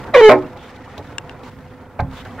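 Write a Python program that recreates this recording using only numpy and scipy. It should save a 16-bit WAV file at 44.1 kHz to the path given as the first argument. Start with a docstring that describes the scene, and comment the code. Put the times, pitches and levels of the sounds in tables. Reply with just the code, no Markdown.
"""On a canal, a wooden oar worked by foot turns on its pivot in a small boat.
The pivot squeals by fast stick-slip on a falling pitch, then slow separate slips judder and ring the hull.
Later the oar knocks home: struck wood is a sum of dying tones with a puff of noise for the crack.
Clicks, ticks and scuffs sound over filtered noise for water, small rising chirps for bubbles, and a far hum.
The squeal overloads the recorder, which limits and softly clips it."""
import sys
import numpy as np
from scipy import signal
from scipy.fft import rfft, irfft
from scipy.io import wavfile
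from scipy.ndimage import uniform_filter1d

SR = 44100
rng = np.random.default_rng(int(sys.argv[2]) if len(sys.argv) > 2 else 0)


def bounce(signal):
    """Save signal as a 16-bit WAV file at the path given by the first command-line argument."""
    frames = np.transpose(np.atleast_2d(signal))
    limited = np.clip(frames, -1, 1)
    pcm = np.round(limited * 32767).astype(np.int16)
    wavfile.write(sys.argv[1], SR, pcm)


N = 105840
T = np.arange(N) / SR  # time in seconds
SIDES = np.array([[1], [-1]])  # opposite signs for left and right
EDGE_HZ = 15750  # top of the recorded band

# How alike left and right are. Each row: frequency in Hz, likeness (1 = identical).
SAME = [(60, .98), (600, 0.95), (1400, 0.91), (3100, 0.61), (6800, 0.035), (15000, 0.024)]
# Tones of the oar and hull. Each row: frequency in Hz, relative level in dB, seconds to fall 60 dB.
HULL = [(128.5, -8.5, 0.19), (258.2, -0.5, 0.15), (296, -1.5, 0.25), (370.2, 9.5, .11), (439, 7, 0.096),
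        (492.6, 0, 0.12), (555, 6.5, .09), (630.6, 11, 0.12), (708, -4.5, 0.1), (725, 3, 0.048),
        (833, 3.5, 0.12), (910, -4.5, 0.14), (1061.6, 6, 0.076), (1125, -7, .1)]
# How the water changes. Each row: time in seconds, then rumble, wash and hiss relative levels in dB.
WATER = [(0, -34.5, -35, -41), (.14, -37, -35.5, -56), (.45, -38, -38.5, -51), (.66, -44, -42.5, -50.5),
         (.82, -43, -43, -50.5), (1.05, -40, -42.5, -51.5), (1.2, -40, -41.5, -56), (1.4, -41.5, -42, -52),
         (1.56, -39.5, -46.5, -58), (1.74, -42, -44, -55), (1.92, -42.5, -43, -62), (2.1, -38, -44, -57.5),
         (2.27, -37, -44.5, -49), (2.4, -40, -39, -53)]


def amp(db):
    """Turns decibels into a gain."""
    return 10 ** (np.asarray(db) / 20)


def unit(x):
    """Scales a signal to an rms of 1."""
    return x / np.sqrt(np.mean(x ** 2) + 1e-20)


def read(points, hz):
    """Reads a table of frequencies and values, with pitch-like (log) spacing between points."""
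    f, value = np.transpose(points)
    return np.interp(np.log(hz + 1), np.log(f + 1), value)


def curves(table):
    """Draws each column of a timed table as a curve, sample by sample."""
    s, *columns = np.transpose(table)
    return [np.interp(T, s, c) for c in columns]


def waver(hz):
    """Random motion with rms 1, mostly slower than the given rate."""
    smooth = 1 + (np.fft.rfftfreq(N, 1 / SR) / hz) ** 4
    return unit(irfft(rfft(rng.standard_normal(N)) / smooth, N))


def colour(x, spectrum):
    """Filters a sound by a table of frequencies and dB."""
    size = x.shape[-1]
    return irfft(rfft(x) * amp(read(spectrum, np.fft.rfftfreq(size, 1 / SR))), size)


def noise(spectrum, size=N):
    """Stereo noise: the two sides share most of their bass and little of their treble."""
    a, b = rfft(rng.standard_normal((2, size)))
    same = np.clip(read(SAME, np.fft.rfftfreq(size, 1 / SR)), -1, 1)
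    right = same * a + np.sqrt(1 - same ** 2) * b
    return unit(colour(irfft(np.array([a, right]), size), spectrum))


def burst(spectrum, t60):
    """A dying puff of noise with a soft start, scaled to energy 1 on the left."""
    x = noise(spectrum, size=8192)
    t = T[:x.shape[1]]
    rise_s = 0.021 * t60
    x = x * amp(-60 * t / t60) * (1 - np.exp(-(t / rise_s) ** 2))
    return x / np.linalg.norm(x[0])


def ring(modes, rise_s):
    """Struck wood or hull: a sum of tones that each die at their own rate."""
    tones = sum(amp(db - 60 * T / t60) * np.sin(2 * np.pi * hz * T) for hz, db, t60 in modes)
    return (1 - np.exp(-T / rise_s)) * tones


def blows(rows):
    """Single-sample hits from rows of seconds and dB."""
    x = np.zeros(N)
    for s, db in rows:
        x[round(s * SR)] += amp(db)
    return x


def excite(force, response):
    """Lets a force set off a response, by convolution."""
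    return signal.fftconvolve(np.atleast_2d(force), np.atleast_2d(response), axes=1)[:, :N]


def strokes(rows, ramp_s):
    """Level of each rub as it rises, holds and falls; rows give start, length in seconds and dB."""
    return sum(amp(db) * np.clip(np.minimum(T - s, s + length - T) / ramp_s, 0, 1)
               for s, length, db in rows)


def boat(x):
    """Dense short reflections inside the open hull, dying at a rate set by frequency."""
    # Each row: frequency in Hz, seconds to fall 60 dB.
    boat_t60 = [(100, 0.4), (500, 0.28), (1200, 0.21), (2500, 0.1), (5000, 0.16), (15000, 0.12)]
    hz, t, z = signal.stft(noise([(20, 0), (20000, 0)], size=16384), SR, nperseg=256)
    fade = amp(-60 * t / read(boat_t60, hz)[:, None])
    tail = signal.istft(z * fade, SR, nperseg=256)[1]
    return excite(x, tail / np.linalg.norm(tail[0]))


def water():
    """Low rumble, lapping wash and fine hiss from filtered noise, with a faint far hum."""
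    # Colours of the three layers. Each row: frequency in Hz, relative level in dB.
    rumble_colour = [(20, -15), (45, -5.5), (70, 0), (105, 3.5), (145, 0.5), (175, -4.5), (225, -2.5),
                     (265, 4), (300, -17), (500, -43)]
    wash_colour = [(150, 0.5), (300, 4.5), (370, 5.5), (430, 5), (540, 4), (630, 1), (730, 5), (790, -3),
                   (870, 4.5), (1100, -2), (1400, -0.5), (1900, -13.5), (2600, -17), (5000, -81)]
    hiss_colour = [(900, -27), (1800, 14), (2600, 4), (3500, 1.5), (4500, -2.5), (7000, -9.5), (10000, -19),
                   (15500, -64)]
    rumble_db, wash_db, hiss_db = curves(WATER)
    rumble = amp(rumble_db) * noise(rumble_colour)
    wash = amp(wash_db + 2.16 * waver(hz=35)) * noise(wash_colour)
    hiss = amp(hiss_db + 2.1 * waver(hz=40) + 2.0 * waver(hz=500)) * noise(hiss_colour)
    hum_hz = 502.5 + 1.62 * waver(hz=6.3)
    hum_level = np.sqrt(2) * amp(-49.5 + 0.83 * waver(hz=2.4))
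    hum = hum_level * np.sin(2 * np.pi * np.cumsum(hum_hz) / SR)
    return rumble + wash + hiss + hum


def laps():
    """Tiny bubbles and drips along the hull: short rising chirps, louder when the water hisses."""
    laps_per_s, lap_db, spread_db, lap_cycles = 150, -5, 2.5, 6.9
    low_hz, high_hz, pitches = 645.3, 3556, 24
    hiss_db = curves(WATER)[2]
    out, t = np.zeros((2, N)), T[:2048]
    for hz in np.geomspace(low_hz, high_hz, pitches):
        chance, size, pan = rng.random(N), rng.exponential(1, N), rng.uniform(-0.58, 1)
        level = amp(hiss_db + lap_db + spread_db * np.minimum(size, 3))
        drops = (chance < laps_per_s / pitches / SR) * level
        u = t * hz / lap_cycles
        swell = np.e * u * np.exp(-u)
        chirp = np.sin(2 * np.pi * hz * t * (1 + 2 * t))
        bubble = swell * chirp * (hz / high_hz) ** -.7  # deeper bubbles are louder
        out += excite(drops, bubble) * amp(2 * pan * SIDES)
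    return out


def squeal():
    """Fast stick-slip: a strong fundamental, overtones shaped by the wood, and a rasp at each slip."""
    # Each row: time in seconds, slips per second, relative level in dB,
    # relative level of overtones and rasp in dB, roughness from 0 to 1.
    squeal_path = [(.134, 677, -28.5, -14, 0.72), (.142, 634.8, -13.5, 8.5, 0.71),
                   (.151, 556.5, -6.5, 2, 0.47), (.162, 527.5, -3, -2.5, 0.47),
                   (.18, 495.5, -4.5, -2, 0.05), (.204, 472.6, -6, -1.5, 0.13),
                   (.219, 443.3, -5.5, -4, 0.02), (.245, 437.1, 0, -2.5, 0.04), (.275, 429, -2, -3, 0),
                   (.291, 421.3, 3.5, -2.5, 0.1), (.299, 407, -7.5, 7.5, .6)]
    # The squeal stumbles. Each row: time in seconds, dip of the fundamental in dB.
    catches = [(0.172, 8.5), (.212, 2.5)]
    # Overtone levels set by the wood. Each row: frequency in Hz, relative level in dB.
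    pivot = [(500, -7), (900, -12), (1100, -6.5), (1350, -19), (1750, -17), (2200, -15), (2600, -25.5),
             (3000, -22), (3500, -30.5), (3900, -30), (4600, -38.5), (6500, -42), (9000, -55),
             (15000, -60.5)]
    # Colour of the rasp. Each row: frequency in Hz, relative level in dB.
    rasp_colour = [(100, -37), (300, -9), (600, 0), (1050, 0.5), (1400, -18), (2250, -16.5), (3000, -26),
                   (5000, -46), (9000, -45.5), (15000, -58)]
    catch_s, catch_sag, catch_rough = 0.00272, 0.117, 0.24  # sag is a share of the pitch
    jitter, release_s = 0.091, 0.0028  # jitter is a share of the pitch at full roughness
    # A resonance of the pivot flares as the squeal starts.
    shriek_hz, shriek_width_hz = 2285, 240
    shriek_db, shriek_end_s, shriek_fade_s = 10.5, 0.165, 0.0038
    wander_db, treble_rough = 2.5, 0.035  # roughness in radians per overtone number

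    hz, db, over_db, rough = curves(squeal_path)
    bumps = [np.exp(-((T - s) / catch_s) ** 2) for s, _ in catches]
    dip_db = sum(b * dip for b, (_, dip) in zip(bumps, catches))
    rough = np.clip(rough + catch_rough * sum(bumps), 0, 1)
    hz = hz * (1 - catch_sag * sum(bumps)) * (1 + jitter * rough * waver(hz=220))
    turns = np.cumsum(hz) / SR  # slips so far

    start = np.clip((T - squeal_path[0][0]) / release_s, 0, 1)
    end = np.exp(-np.maximum(T - squeal_path[-1][0], 0) / release_s)
    level = amp(db) * start * end
    flare_db = shriek_db * .5 * (1 - np.tanh((T - shriek_end_s) / shriek_fade_s))
    wander, shake = waver(hz=36), waver(hz=300)

    on, over = level > 1e-4, np.zeros((2, N))
    for k in np.arange(2, 36):
        f, shift = k * hz[on], rng.integers(N)  # each overtone wanders on its own
        likeness = np.clip(read(SAME, f.mean()), -1, 1)
        spread = np.arccos(likeness) / 2 * rng.choice([-1, 1]) * SIDES
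        near_shriek = np.exp(-((f - shriek_hz) / shriek_width_hz) ** 2)
        k_db = read(pivot, f) + wander_db * np.roll(wander, shift)[on] + flare_db[on] * near_shriek
        angle = 2 * np.pi * (k * turns[on] + rng.random())
        angle = angle + treble_rough * k * np.roll(shake, shift)[on]
        over[:, on] += amp(k_db) * (f < EDGE_HZ) * np.sin(angle + spread)

    slip_pulse = unit(0.95 + np.exp(-(turns % 1) / 1.1))
    rasp = amp(-8) * rough * noise(rasp_colour) * slip_pulse
    upper = level * amp(over_db) * (np.sqrt(2) * over + rasp)
    base = np.sqrt(2) * level * amp(-dip_db) * np.sin(2 * np.pi * turns)
    return base + upper + amp(-6.5) * boat(upper + amp(-12) * base)


def judder():
    """The oar slows: separate slips strike the wood and ring the hull."""
    # Each row: time in seconds, slips per second, relative level in dB, relative crackle level in dB.
    judder_path = [(.292, 125.3, 8, -1), (.302, 126, 0, -2), (.312, 125, 3, 7.5), (.322, 122.7, 6, 5.5),
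                   (.331, 125, -27, -16.5), (.339, 122, -2, -30)]
    # Colours of the grit and crackle. Each row: frequency in Hz, relative level in dB.
    grit_colour = [(100, -16), (170, -14.5), (300, -3.5), (700, 5), (1000, -3.5), (1400, -7), (1850, -10),
                   (2300, -7.5), (3000, -36), (5000, -57)]
    crackle_colour = [(500, -26), (2000, 8.5), (3000, -1), (4000, -5.5), (5500, -13.5), (8000, -20),
                      (15000, -29)]
    hz, db, crackle_db = curves(judder_path)
    on = (T >= judder_path[0][0]) & (T <= judder_path[-1][0])
    turns = np.cumsum(on * hz * (1 + .09 * waver(hz=91.3))) / SR
    # One hit each time the count of slips passes a whole number.
    slips = np.diff(np.ceil(turns), prepend=0) * amp(db + 2 * waver(hz=151))
    wood = amp(-13) * excite(slips, ring(HULL, rise_s=0.0028))
    grit = amp(23.5) * excite(slips, burst(grit_colour, t60=0.085))
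    crackle = amp(4.5) * excite(slips * amp(crackle_db), burst(crackle_colour, t60=.045))
    return wood + grit + crackle + amp(-14) * boat(wood + crackle)


def clicks():
    """Small ticks of shifting wood, and dry snaps to the left made of short tones and a noise puff."""
    # Small ticks. Each row: time in seconds, relative level in dB.
    tick_times = [(.422, -29.5), (.572, -25.5), (.761, -26), (.9783, -15), (.9815, -28), (.989, -27),
                  (1.434, -27), (1.607, -34.5), (2.112, -28), (2.25, -24.5), (2.31, -32)]
    # Colour of a tick. Each row: frequency in Hz, relative level in dB.
    tick_colour = [(300, 15), (1200, -4), (3500, 10.5), (6000, -0.5), (9000, -12.5), (15000, -12)]
    # Dry wooden snaps. Each row: time in seconds, relative level in dB, treble tilt in dB per kHz.
    snap_times = [(1.1826, -20, 1.5), (1.295, -27, -1.14)]
    # Tones of a snap. Each row: frequency in Hz, relative level in dB, seconds to fall 60 dB.
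    snap_tones = [(1150, -9, 0.022), (1650, -0.5, 0.014), (1860, 1, 0.0072), (2760, 2, 0.016),
                  (3610, -8, 0.013), (5630, -12.5, 0.013), (7300, -2, 0.0063)]
    # Colour of the body of a snap. Each row: frequency in Hz, relative level in dB.
    snap_colour = [(600, -1), (1200, -10), (1700, 6), (2800, 7), (3900, -15), (4600, -8), (6000, -14),
                   (7500, -21), (9000, -14), (14000, -37)]
    pan_db, lead_s = 3, .00006  # the snap is louder on the left and gets there first

    ticks = excite(blows(tick_times), amp(4.5) * burst(tick_colour, t60=0.032))
    snap = np.zeros(N)
    for s, db, tilt in snap_times:
        tilted = [(f, d + tilt * f / 1000, t60) for f, d, t60 in snap_tones]
        snap += excite(blows([(s, db)]), ring(tilted, rise_s=0.00023))[0]
    delay = np.exp(-2j * np.pi * np.fft.rfftfreq(N, 1 / SR) * lead_s)
    late = irfft(rfft(snap) * delay, N)
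    snap = np.array([snap, late]) * amp(pan_db * SIDES)
    snap_hits = blows([(s, db) for s, db, _ in snap_times])
    crack = excite(snap_hits, amp(9.5) * burst(snap_colour, t60=0.01))
    return snap + crack + ticks


def scuffs():
    """Grainy scuffs and slides of noise along the oar, and short dry rubs of the pivot."""
    # Thin, grainy swishes of wood sliding on wood, foot and cloth rubbing on wood, and rubs of the pivot.
    # Each row: start in seconds, length in seconds, relative level in dB.
    swish_times = [(0.581, 0.11, -52), (2.154, 0.076, -44.5)]
    scuff_times = [(0.617, 0.11, -48), (1.03, .1, -50.5), (1.428, 0.079, -44), (2.118, .11, -41.5),
                   (2.243, 0.15, -52.5)]
    rub_times = [(2.247, 0.033, -38), (2.38, .05, -33)]
    # Their colours. Each row: frequency in Hz, relative level in dB.
    swish_colour = [(1500, -13), (2700, 3), (3250, 8), (3750, 8), (4300, -24), (7500, -33), (11000, -30),
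                    (14000, -17)]
    scuff_colour = [(300, -11), (1000, 12), (2300, 2), (3500, -0.5), (4700, -5), (7500, -11), (10500, -20),
                    (13500, -20), (16000, -20)]
    rub_colour = [(500, -12), (850, -3), (1000, -3), (1150, -8), (1400, 8), (1800, 7), (2200, -7),
                  (5000, -36)]
    scuffing = strokes(scuff_times, ramp_s=0.015) * noise(scuff_colour)
    swishing = strokes(swish_times, ramp_s=0.017) * noise(swish_colour)
    grain = amp(1.3 * waver(hz=250))
    rubbing = strokes(rub_times, ramp_s=0.011) * noise(rub_colour)
    return (scuffing + swishing) * grain + rubbing


def knocks():
    """Boards shift, the oar hits its pin and chatters, and the hull booms as it takes the load."""
    # The boat's boards shift. Each row: time in seconds, relative level in dB.
    bump_times = [(.981, -37.5), (.988, -39), (2.25, -46.5)]
    # The hull takes the load. 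Each row: time in seconds, relative level in dB.
    boom_times = [(.983, -31.5), (1.997, -18), (2.0235, -15.5)]
    # The oar hits its pin. Each row: time in seconds, relative ring level in dB, relative crack level in dB.
    knock_times = [(1.9913, -28, -12), (1.9975, -15.5, -25)]
    # Tones of the hull boom and the oar.
    # Each row: frequency in Hz, relative level in dB, seconds to fall 60 dB.
    boom_tones = [(46.4, -18.5, 0.86), (81, -6, 0.25), (96.3, 1, .2), (112, -2.5, 0.16),
                  (146.3, -7.5, 0.29), (186, -11, 0.21), (264, -13, 0.2)]
    oar_tones = [(456, -14.5, .12), (552, -8, 0.13), (730, 3, 0.075), (792, 3.5, 0.048), (849, 0.5, 0.11),
                 (933, -11, 0.065), (1042, -9, 0.13), (1130, -9, 0.044), (1260, -10, 0.072),
                 (1553, -3, 0.036), (2210, -5, 0.017), (2740, -28, 0.051)]
    # Colours of the crack and of a thin snap after it. Each row: frequency in Hz, relative level in dB.
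    crack_colour = [(200, -5.5), (750, 10.5), (1600, -2.5), (2400, -4.5), (3100, -21), (4500, -26),
                    (7000, -44), (15000, -42)]
    splinter_colour = [(1500, -19), (3000, -2), (4200, 7), (5200, -6.5), (7000, -11), (11000, -21),
                       (15000, -23)]

    wood = excite(blows([(s, db) for s, db, _ in knock_times]), ring(oar_tones, rise_s=.001))
    crack_hits = blows([(s, db) for s, _, db in knock_times])
    crack = excite(crack_hits, amp(16.5) * burst(crack_colour, t60=0.083))
    splinter = excite(blows([(2.003, -19.5)]), amp(5) * burst(splinter_colour, t60=0.03))
    boom = excite(blows(boom_times), ring(boom_tones, rise_s=0.0038))
    boards = excite(blows(bump_times), ring(HULL, rise_s=0.0017))
    return wood + crack + splinter + amp(-13.5) * boat(wood + crack) + boom + boards


def scene():
    """All sources at the microphone pair, with the left-right balance set by frequency."""
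    # Each row: frequency in Hz, left minus right in dB.
    left_db = [(60, -2.5), (150, -2), (400, -1.1), (1200, -1.5), (2400, 0.2), (5000, -1.5), (9000, 0.5),
               (14000, 4.5)]
    left, right = water() + laps() + squeal() + judder() + clicks() + scuffs() + knocks()
    left = colour(left, [(f, db / 2) for f, db in left_db])
    right = colour(right, [(f, -db / 2) for f, db in left_db])
    return np.array([left, right])


def record(dry):
    """A fast limiter and a soft overload hold the squeal; then a low-pass filter ends the band."""
    limit, recovery_db_per_s, knee = 1.5, 200, 3  # a higher knee clips more sharply
    over_db = np.maximum(20 * np.log10(abs(dry).max(0) / limit + 1e-9), 0)
    # The gain drops at once with each peak and recovers at a steady rate, then is smoothed.
    fall = T * recovery_db_per_s
    gain = amp(fall - np.maximum.accumulate(over_db + fall))
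    held = dry * uniform_filter1d(gain, size=90)
    clipped = held / (1 + abs(held) ** (2 * knee)) ** (1 / (2 * knee))
    low_pass = signal.firwin(511, EDGE_HZ, window=("kaiser", 9), fs=SR)
    return signal.oaconvolve(clipped, low_pass[None], "same")


dry = scene()
out = record(dry)
bounce(out)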